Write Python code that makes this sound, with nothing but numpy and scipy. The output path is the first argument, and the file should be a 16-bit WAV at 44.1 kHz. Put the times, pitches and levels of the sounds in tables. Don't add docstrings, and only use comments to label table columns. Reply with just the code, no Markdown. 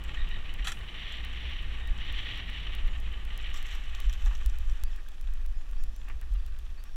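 import sys
import numpy as np
from scipy import signal
from scipy.fft import rfft, irfft, next_fast_len
from scipy.io import wavfile

SR = 44100
rng = np.random.default_rng(int(sys.argv[2]) if len(sys.argv) > 2 else 0)


def bounce(signal):
    frames = np.transpose(np.atleast_2d(signal))
    limited = np.clip(frames, -1, 1)
    pcm = np.round(limited * 32767).astype(np.int16)
    wavfile.write(sys.argv[1], SR, pcm)


N = 306931
TIME = np.arange(N) / SR

# (time [s], level [dB])
HISS_LEVEL = [(0, -50), (0.8, -49.5), (1.0, -45), (1.195, -45), (1.225, -49), (1.25, -44.5), (1.595, -44),
              (1.635, -49.5), (1.71, -49), (1.93, -51), (2.01, -47), (2.05, -44.5), (2.19, -42.5),
              (2.5, -44), (2.79, -46.5), (2.835, -51.5), (3.17, -49), (3.28, -52.5), (3.43, -46.5),
              (3.6, -49), (4.1, -50.5), (4.35, -54), (4.98, -59), (5.05, -62), (6.96, -64)]
# (frequency [Hz], level [dB])
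LITTER_SPECTRUM = [(300, -40), (700, -20), (1000, -21.5), (1500, -11), (2200, -3.5), (2950, 0), (3400, -6),
                   (3800, -6.5), (4500, -19.5), (5000, -33.5), (5800, -23), (6600, -51), (8500, -44),
                   (15000, -66)]
DIRT_SPECTRUM = [(300, 0), (600, -6), (1000, -6), (1350, -0.5), (1650, 4), (2150, -6.5), (2550, 6.5),
                 (2950, -5.5), (3500, -10), (4200, -29), (5000, -43), (6000, -18), (8500, -22),
                 (15000, -41)]
GRIT_SPECTRUM = [(2600, 1), (3400, 14), (4100, -1), (4600, -12), (5200, -18), (7000, -21), (9000, -28),
                 (15000, -31)]
# (frequency [Hz], bandwidth [Hz], level [dB])
WHEEL_MODES = [(1890, 99, -11), (2900, 240, -4)]
DRIVETRAIN_MODES = [(794, 35, -6), (990, 43, -8), (1390, 150, 1.5), (1710, 64, 0.5), (1910, 110, 1),
                    (2570, 180, -0.5), (3210, 230, 2), (3430, 110, 3.5), (3880, 140, 0), (4830, 120, -15),
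                    (5660, 440, -12.5), (6700, 340, -20), (6880, 110, -13), (7630, 190, -8.5),
                    (8970, 620, -20.5), (12900, 3800, -31)]
HOUSING_MODES = [(826, 130, 8), (1153, 93, 11), (1849, 175, 8), (3013, 194, 4.5), (5660, 250, 4),
                 (7530, 330, 8.5)]
# (time [s], level [dB], ring frequency [Hz])
TREAD_BITES = [(0.092, -49, 1860), (0.1448, -40, 3200), (0.171, -40, 1880), (0.2165, -46, 2300),
               (.245, -52, 2100), (0.2755, -41.5, 2920), (0.312, -39.5, 2960), (0.339, -41, 2890),
               (0.412, -46, 2970), (0.452, -41, 2450), (.492, -43, 3050), (0.5435, -46, 2940),
               (0.586, -40, 1940), (0.594, -44, 1950), (0.623, -40, 2900), (0.643, -46, 3140),
               (.742, -45, 2400), (0.771, -45, 2960), (.809, -42, 2900), (0.884, -37.5, 3010),
               (1.238, -37.5, 2620), (1.333, -43, 1980), (1.743, -43, 2450), (1.985, -46, 1880),
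               (2.017, -43, 2960), (2.13, -39, 2940), (2.259, -38.5, 3020), (2.3686, -39, 3170),
               (2.541, -43, 2970), (2.652, -45, 2920), (2.667, -37, 3030), (2.735, -41, 2800),
               (2.784, -44, 2700), (2.878, -41, 1900), (2.93, -49, 2920), (2.952, -45, 2800),
               (3.117, -48, 3010), (3.135, -41.5, 3000), (3.172, -48, 1840), (3.303, -43.5, 3010),
               (3.4, -43, 2910), (3.442, -38, 3250), (3.459, -38, 3420)]
# (time [s], level [dB])
CRACKLE_LEVEL = [(2.7, -72), (3.515, -69), (3.55, -57), (3.62, -60), (3.76, -57), (3.85, -65), (4.02, -62),
                 (4.14, -60.5), (4.18, -64), (4.225, -55), (4.3, -60), (4.41, -61), (4.55, -64),
                 (4.64, -63), (4.71, -59), (4.77, -64), (4.9, -66), (5.5, -69.5), (6.96, -69.5)]
# (time [s], level [dB], ring frequency [Hz])
TWIG_SNAPS = [(0.047, -47, 7600), (0.0813, -52, 7300), (0.1442, -44, 6470), (1.123, -39.5, 7300),
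              (1.1703, -52, 7500), (1.33, -53, 7000), (1.977, -47, 7200), (2.0848, -50, 7000),
              (2.979, -50, 6900), (3.4125, -46, 5800), (3.426, -48, 7400), (3.534, -47, 5800),
              (3.542, -33, 5560), (3.5585, -42, 7400), (3.5665, -44, 5800), (3.573, -34, 3700),
              (3.579, -46, 7250), (3.6585, -43, 5700), (3.666, -39.5, 5960), (3.707, -45, 7300),
              (3.714, -45, 7000), (3.7382, -41, 5600), (3.749, -41, 5800), (3.757, -44, 6000),
              (3.9493, -34.5, 3720), (4.0958, -36, 5600), (4.1281, -33.5, 3000), (4.1362, -34.5, 3500),
              (4.26, -35.5, 6200), (4.271, -45, 7240), (4.2775, -48, 6000), (4.351, -37.5, 6070),
              (4.4977, -41, 6000), (4.5379, -56, 6000), (4.675, -52, 7200), (4.6965, -43, 5670),
              (4.709, -55, 7300)]
# (frequency [Hz], level [dB])
LEAF_SPECTRUM = [(800, -6), (2000, -3), (3500, 14.5), (4900, -3.5), (5900, 5), (6700, 3), (7600, -4),
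                 (8500, -8), (10000, -11), (11500, -8.5), (13000, -3), (15500, -23)]
SPLINTER_SPECTRUM = [(1200, -9), (3500, 15), (4800, -6), (5800, 6), (7800, -2), (8800, -18),
                     (11500, -1), (15500, -13)]
# (time [s], level [dB], decay time [s], treble lift [dB])
CHAIN_SLAPS = [(0.644, -36, 0.035, 0.5), (0.6697, -27.5, 0.013, 3), (0.6797, -39, 0.025, 1.5),
               (0.7184, -30, 0.0038, 10)]
# (time [s], level [dB], decay time [s], ring frequency [Hz])
BUMP_RATTLES = [(0.142, -47, 0.0088, 1300), (3.541, -50, 0.019, 1200), (3.57, -60, 0.0084, 1300),
                (3.734, -48.5, 0.015, 1550), (3.751, -46, 0.0048, 1300), (4.261, -44, 0.012, 1200),
                (4.309, -49.5, 0.028, 1000), (4.69, -59, 0.028, 1590), (6.081, -51.5, 0.016, 2200),
                (6.098, -48, 0.012, 2150), (6.213, -55.5, 0.023, 2000)]
# (time [s], ring frequency [Hz], ring level [dB], crunch level [dB])
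PEBBLE_HITS = [(4.536, 1430, -54, -53), (4.696, 3120, -54, -52), (4.79, 1460, -55, -60),
               (4.895, 1890, -51, -59), (4.93, 3130, -58, -52), (5.062, 1590, -51, -58),
               (5.081, 3340, -55, -55), (5.1806, 1650, -58, -53), (5.272, 3740, -53, -52),
               (5.372, 1400, -58, -52), (5.61, 2000, -60, -55), (5.657, 1300, -57, -59),
               (5.731, 1140, -52, -53), (5.767, 3250, -55, -56), (6.015, 2610, -60, -53),
               (6.349, 1170, -57, -51), (6.357, 2820, -56, -53), (6.398, 3550, -57, -56),
               (6.5225, 1530, -53, -56), (6.562, 1510, -56, -55), (6.664, 3330, -69, -52),
               (6.854, 1450, -58, -54), (6.892, 1600, -54, -60)]
# (frequency [Hz], level [dB])
RATTLE_SPECTRUM = [(300, -10), (750, -14.5), (1200, -7), (1700, -1.5), (2200, -14), (2700, -2), (3400, -23),
                   (4600, -24), (7000, -43), (14000, -38)]
GRAVEL_SPECTRUM = [(600, -10), (1200, -1), (1800, 1), (2200, -6), (3300, 0.5), (3900, -4), (4800, -17),
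                   (9000, -30)]
# (time [s], duration [s], start pitch [Hz], middle pitch [Hz], end pitch [Hz], level [dB])
BRAKE_TONES = [(0.163, 0.08, 1850, 1850, 1930, -48.5), (0.285, 0.11, 1860, 1910, 1890, -50),
               (1.795, 0.11, 1820, 1850, 1875, -50.5)]
# (time [s], level [dB])
SHUDDER_LEVEL = [(0, -38.5), (0.25, -33), (0.4, -47), (0.85, -42.5), (1.75, -36), (2.4, -39.5),
                 (2.85, -37.5), (3.4, -36), (3.6, -44.5), (4.18, -34), (4.92, -41), (5.08, -50),
                 (5.5, -49.5), (5.72, -60), (6.02, -47), (6.15, -41), (6.7, -38.5), (6.96, -57)]
JOLTS = [(0.209, -10.5), (0.595, -14.5), (1.895, -10), (2.111, -17), (2.841, -16), (2.907, -13),
         (4.057, -7), (4.231, -10), (4.263, -7.5), (4.452, -8), (4.569, -21), (4.656, -13), (4.706, -10.5),
         (4.82, -13), (5.229, -17), (5.282, -16), (5.467, -24), (5.83, -17), (6.135, -16.5), (6.303, -8.5),
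         (6.355, -12), (6.581, -20), (6.703, -20.5)]
# (time [s], level [dB])
GUST_LEVEL = [(0.02, -41.5), (0.2, -31), (0.6, -31.5), (0.85, -40), (1.55, -35), (1.72, -32.5), (2.14, -31),
              (2.28, -39.5), (2.6, -38.5), (2.85, -28), (3.25, -34), (3.6, -29.5), (3.95, -30.5),
              (4.26, -26.5), (4.87, -25.5), (5.02, -31.5), (5.14, -38), (5.25, -27), (5.5, -26),
              (5.69, -29.5), (5.85, -23), (6.01, -34), (6.15, -30.5), (6.96, -35.5)]
AIRFLOW_LEVEL = [(0.1, -53.5), (0.19, -55), (2.64, -53), (5.34, -67.5), (6.02, -62), (6.85, -68)]
# (frequency [Hz], level [dB])
MOUNT_SPECTRUM = [(30, -20), (42, -3.5), (54, -5.5), (62, -10.5), (72, -25), (90, -37), (130, -42)]
BUFFET_SPECTRUM = [(8, 1.5), (15, 8), (25, -0.5), (38, -14.5), (48, -13.5), (62, -26), (90, -44)]
RUSH_SPECTRUM = [(50, -11), (68, 8), (82, 8), (100, 3), (150, -1), (200, -5), (280, -8.5), (400, -12.5),
                 (650, -16), (1200, -16), (3000, -42)]
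AIR_SPECTRUM = [(200, 12), (1000, 0.5), (3000, 0), (5500, -3.5), (7500, -13), (9000, -9), (15000, -15.5)]
# (time [s], level [dB])
TICK_BEATS = [(0.0398, -29.5), (0.2901, -35), (0.5404, -27), (0.7907, -39), (1.2496, -30), (1.4999, -42),
              (1.625, -40), (1.8753, -32), (2.1256, -30), (2.2508, -42), (2.3759, -36), (2.501, -34),
              (2.7513, -27), (2.8765, -37), (3.0016, -33), (3.1268, -40), (3.2519, -32), (3.3771, -24),
              (3.5022, -38), (3.6274, -28), (3.7525, -33), (4.0028, -22.5), (4.128, -31), (4.2531, -32),
              (4.3784, -38), (4.4617, -19), (4.5868, -28), (4.712, -41), (4.8371, -16.5), (4.9623, -33),
              (5.0874, -30), (5.2126, -31), (5.3377, -32), (5.4629, -31), (5.7132, -36), (5.8383, -26),
              (5.9635, -32), (6.0886, -33), (6.2138, -30), (6.3389, -34), (6.4641, -32), (6.5892, -32),
              (6.8395, -28)]
# (time [s], duration [s], start pitch [Hz], middle pitch [Hz], end pitch [Hz],
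# flutter [fraction of pitch], level [dB])
BIRD_NOTES = [(2.878, 0.065, 6950, 6860, 6800, .015, -70), (4.837, .05, 4440, 4680, 4950, .012, -64.5),
              (4.895, 0.051, 5600, 5350, 5040, 0.011, -67), (5.53, 0.066, 5100, 5200, 5400, .04, -71),
              (5.555, 0.07, 7100, 6950, 6800, .04, -70), (5.745, .06, 4500, 4650, 4560, 0.014, -69),
              (5.77, .036, 5600, 5770, 5850, .008, -66), (5.774, 0.053, 5150, 5460, 5500, 0.015, -65),
              (5.793, 0.043, 6300, 6950, 6750, .006, -68), (5.916, .035, 5050, 5260, 5600, .01, -71),
              (5.945, 0.022, 5450, 6030, 6950, 0.0058, -62.5), (5.958, 0.044, 7150, 7270, 6850, .006, -65),
              (6.365, 0.049, 4500, 4720, 4850, .015, -70), (6.421, 0.055, 4450, 4640, 4900, 0.0088, -71),
              (6.768, 0.051, 4400, 4500, 4900, .008, -63.5), (6.822, .08, 5450, 5520, 5570, 0.026, -68),
              (6.915, .045, 5370, 5560, 5620, .02, -68)]


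def tyres(hiss_db):
    looseness = np.clip((hiss_db + 60) / 15, 0, 1)
    tread = from_db(1.2 * drift(55) + 1.38 * drift(200))
    sliding = from_db(hiss_db) * np.sqrt(looseness) * tread
    on_litter = from_db(-0.5) * colour(grains(per_s=8000, spread_db=2.5) * sliding, LITTER_SPECTRUM)
    on_dirt = colour(grains(per_s=3000, spread_db=2.5) * tread, DIRT_SPECTRUM)
    dirt_gain = from_db(hiss_db - 2) * np.sqrt(1 - looseness)
    return on_litter + wheel(sliding) + dirt_gain * on_dirt


def wheel(sliding):
    ringing = np.zeros(N)
    for hz, width, db in WHEEL_MODES:
        flicker = from_db(db - 1.5 * drift(83))
        ringing += resonate(flicker * sliding * grains(per_s=900, spread_db=0.5), hz, width)
    return ringing


def scuffs():
    crushing = grains(per_s=9000, spread_db=-2.5)
    bites = [(from_db(db) * burst(s, fall=0.011, rise=0.00058) * crushing, hz)
             for s, db, hz in TREAD_BITES]
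    crunch, ringing = strike(bites, width_hz=220)
    return colour(from_db(-3.5) * crunch + from_db(-1.5) * ringing, LITTER_SPECTRUM)


def grit(hiss_db):
    level_db = -54.5 + 3.3 * (hiss_db + 45)
    return colour(from_db(level_db) * grains(per_s=8800, spread_db=5), GRIT_SPECTRUM)


def leaves(hiss_db):
    stray_leaves = from_db(hiss_db - 26)
    strength = np.hypot(from_db(level_curve(CRACKLE_LEVEL)), stray_leaves)
    clumps = from_db(2.5 * drift(150))
    fractures = grains(per_s=2600, spread_db=3.3)
    return colour(fractures * strength * clumps, LEAF_SPECTRUM)


def twigs():
    fibres = grains(per_s=20000, spread_db=0)
    crumbs = from_db(-13.5) * grains(per_s=3000, spread_db=2)
    cracks = []
    for s, db, hz in TWIG_SNAPS:
        tearing = burst(s, fall=0.0014, rise=0.00021) * fibres
        crumbling = burst(s, fall=0.0094, rise=0.0014) * crumbs
        cracks.append((from_db(db) * (tearing + crumbling), hz))
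    splinters, ringing = strike(cracks, width_hz=970)
    return from_db(2.5) * ringing + from_db(-2.5) * colour(splinters, SPLINTER_SPECTRUM)


def chain():
    links = grains(per_s=20000, spread_db=-2)
    body, edge, ringing = np.zeros((3, N))
    for s, db, fall, treble_db in CHAIN_SLAPS:
        slap = from_db(db) * burst(s, fall, rise=0.00056) * links
        body += slap
        edge += from_db(treble_db) * slap
    for k, (hz, width, db) in enumerate(DRIVETRAIN_MODES):
        force = edge if hz > 4500 else body
        ringing += (-1) ** k * from_db(db + 8.5) * resonate(force, hz, width)
    bright_tail = echoes(resonate(edge, hz=8900, width_hz=5000), fall=0.076)
    return ringing + from_db(-26) * bright_tail


def bumps():
    contacts = grains(per_s=3300, spread_db=0)
    shakes = [(from_db(db) * burst(s, fall, rise=0.00056) * contacts, hz)
              for s, db, fall, hz in BUMP_RATTLES]
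    rattle, ringing = strike(shakes, width_hz=640)
    return from_db(-0.5) * colour(rattle, RATTLE_SPECTRUM) + from_db(4.5) * ringing


def pebbles():
    rings, grinding = np.zeros((2, N))
    for s, hz, ring_db, crunch_db in PEBBLE_HITS:
        tone = np.sin(2 * np.pi * hz * (TIME - s))
        rings += from_db(ring_db) * burst(s, fall=0.0069, rise=0.00045) * tone
        grinding += from_db(crunch_db) * burst(s, fall=0.0049, rise=0.0003)
    return rings + colour(grinding * grains(per_s=8600, spread_db=3), GRAVEL_SPECTRUM)


def brake():
    waver = 1 + 0.026 * drift(600)
    squeal = np.zeros(N)
    for s, length, *pitches, db in BRAKE_TONES:
        swell, phase = glide(s, length, pitches, waver)
        squeal += from_db(db) * swell * (np.sin(phase) + from_db(-4) * np.sin(2 * phase))
    rasp = unit_power(from_db(3.5 * drift(260)))
    return squeal * rasp


def frame():
    swings = np.zeros(N)
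    for s, db in JOLTS:
        hz = rng.uniform(26.6, 44.8)
        swings += from_db(db + 7) * burst(s, fall=0.012, rise=0.018) * np.sin(2 * np.pi * hz * (TIME - s))
    cushion = signal.butter(4, 62, fs=SR, output="sos")
    thumps = signal.sosfilt(cushion, swings + 1e-18)
    return rumble(MOUNT_SPECTRUM, uneven(SHUDDER_LEVEL, swing_db=1.5, per_s=11)) + thumps


def wind():
    rush = colour(rng.standard_normal(N), RUSH_SPECTRUM) * from_db(drift(40))
    buffet = rumble(BUFFET_SPECTRUM, uneven(GUST_LEVEL, swing_db=1.5, per_s=16))
    return buffet + from_db(level_curve(AIRFLOW_LEVEL) + 4) * rush


def ticks():
    s, db = np.transpose(TICK_BEATS)
    impulses = np.zeros(N)
    impulses[np.round(s * SR).astype(int)] = from_db(db)
    return impulses


def birds():
    tremor = drift(600)
    song = np.zeros(N)
    for s, length, *pitches, flutter, db in BIRD_NOTES:
        swell, phase = glide(s, length, pitches, 1 + flutter * tremor)
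        song += from_db(db) * swell * np.sin(phase)
    foliage = from_db(-6) * echoes(song, fall=0.012)
    trunks = from_db(-5) * echoes(song, fall=0.13)
    return from_db(-5) * song + foliage + trunks


def air():
    return from_db(-65) * colour(rng.standard_normal(N), AIR_SPECTRUM)


def housing(x):
    return x + sum((from_db(db) - 1) * resonate(x, hz, width) for hz, width, db in HOUSING_MODES)


def echoes(x, fall):
    tail = rng.standard_normal(SR // 2) * np.exp(-TIME[:SR // 2] / fall)
    return signal.fftconvolve(x, tail / np.linalg.norm(tail))[:N]


def rumble(spectrum, level_db):
    noise = colour(rng.standard_normal(N), spectrum)
    local_power = signal.fftconvolve(noise ** 2, np.hanning(7000), "same")
    return from_db(level_db) * unit_power(noise / np.sqrt(local_power))


def grains(per_s, spread_db):
    sizes = from_db(spread_db * np.minimum(rng.exponential(1, N), 4)) * rng.choice([-1, 1], N)
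    return unit_power(sizes * (rng.random(N) < per_s / SR))


def burst(s, fall, rise):
    live = slice(int(s * SR) + 1, int((s + 16 * fall) * SR))
    age = TIME[live] - s
    envelope = np.zeros(N)
    envelope[live] = (1 - np.exp(-age / rise)) * np.exp(-age / fall)
    return envelope


def glide(s, length, pitches, waver):
    progress = np.clip((TIME - s) / length, 0, 1)
    hz = np.interp(progress, np.linspace(0, 1, len(pitches)), pitches) * waver
    return np.sqrt(2) * np.sin(np.pi * progress), 2 * np.pi * np.cumsum(hz) / SR


def strike(contacts, width_hz):
    direct = sum(force for force, hz in contacts)
    ringing = sum(resonate(force, hz, width_hz) for force, hz in contacts)
    return direct, ringing


def resonate(x, hz, width_hz):
    radius = np.exp(-np.pi * width_hz / SR)
    zeros = np.array([1, 0, -1]) * (1 - radius ** 2) / 2
    poles = [1, -2 * radius * np.cos(2 * np.pi * hz / SR), radius ** 2]
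    return signal.lfilter(zeros, poles, x + 1e-18)


def colour(x, spectrum):
    size = next_fast_len(N + 8192)
    hz, db = np.transpose(spectrum)
    bins = np.fft.rfftfreq(size, 1 / SR) + 1e-3
    octaves_outside = np.maximum(np.log2(bins / hz[-1]), 0) + np.maximum(np.log2(hz[0] / bins), 0)
    gain = from_db(np.interp(np.log(bins), np.log(hz), db) - 24 * octaves_outside)
    return irfft(rfft(x, size) * unit_power(gain), size)[:N]


def uneven(curve, swing_db, per_s):
    return level_curve(curve) + swing_db * drift(per_s)


def drift(per_s):
    steps = rng.standard_normal(N // 16)
    return unit_power(np.interp(TIME * per_s, np.arange(len(steps)), steps))


def level_curve(rows):
    return np.interp(TIME, *np.transpose(rows))


def unit_power(x):
    return x / np.sqrt(np.mean(x ** 2) + 1e-20)


def from_db(db):
    return 10 ** (np.asarray(db) / 20)


def scene():
    background = air()
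    hiss_db = uneven(HISS_LEVEL, swing_db=0.97, per_s=16)
    ground = tyres(hiss_db) + scuffs() + grit(hiss_db) + leaves(hiss_db) + twigs() + bumps()
    bike = from_db(-2) * housing(ground) + chain() + brake() + pebbles() + frame()
    return (bike + birds() + background + wind() + ticks())[None]


def record(dry):
    return signal.sosfilt(signal.ellip(10, 0.1, 80, 16000, fs=SR, output="sos"), dry)


dry = scene()
out = record(dry)
bounce(out)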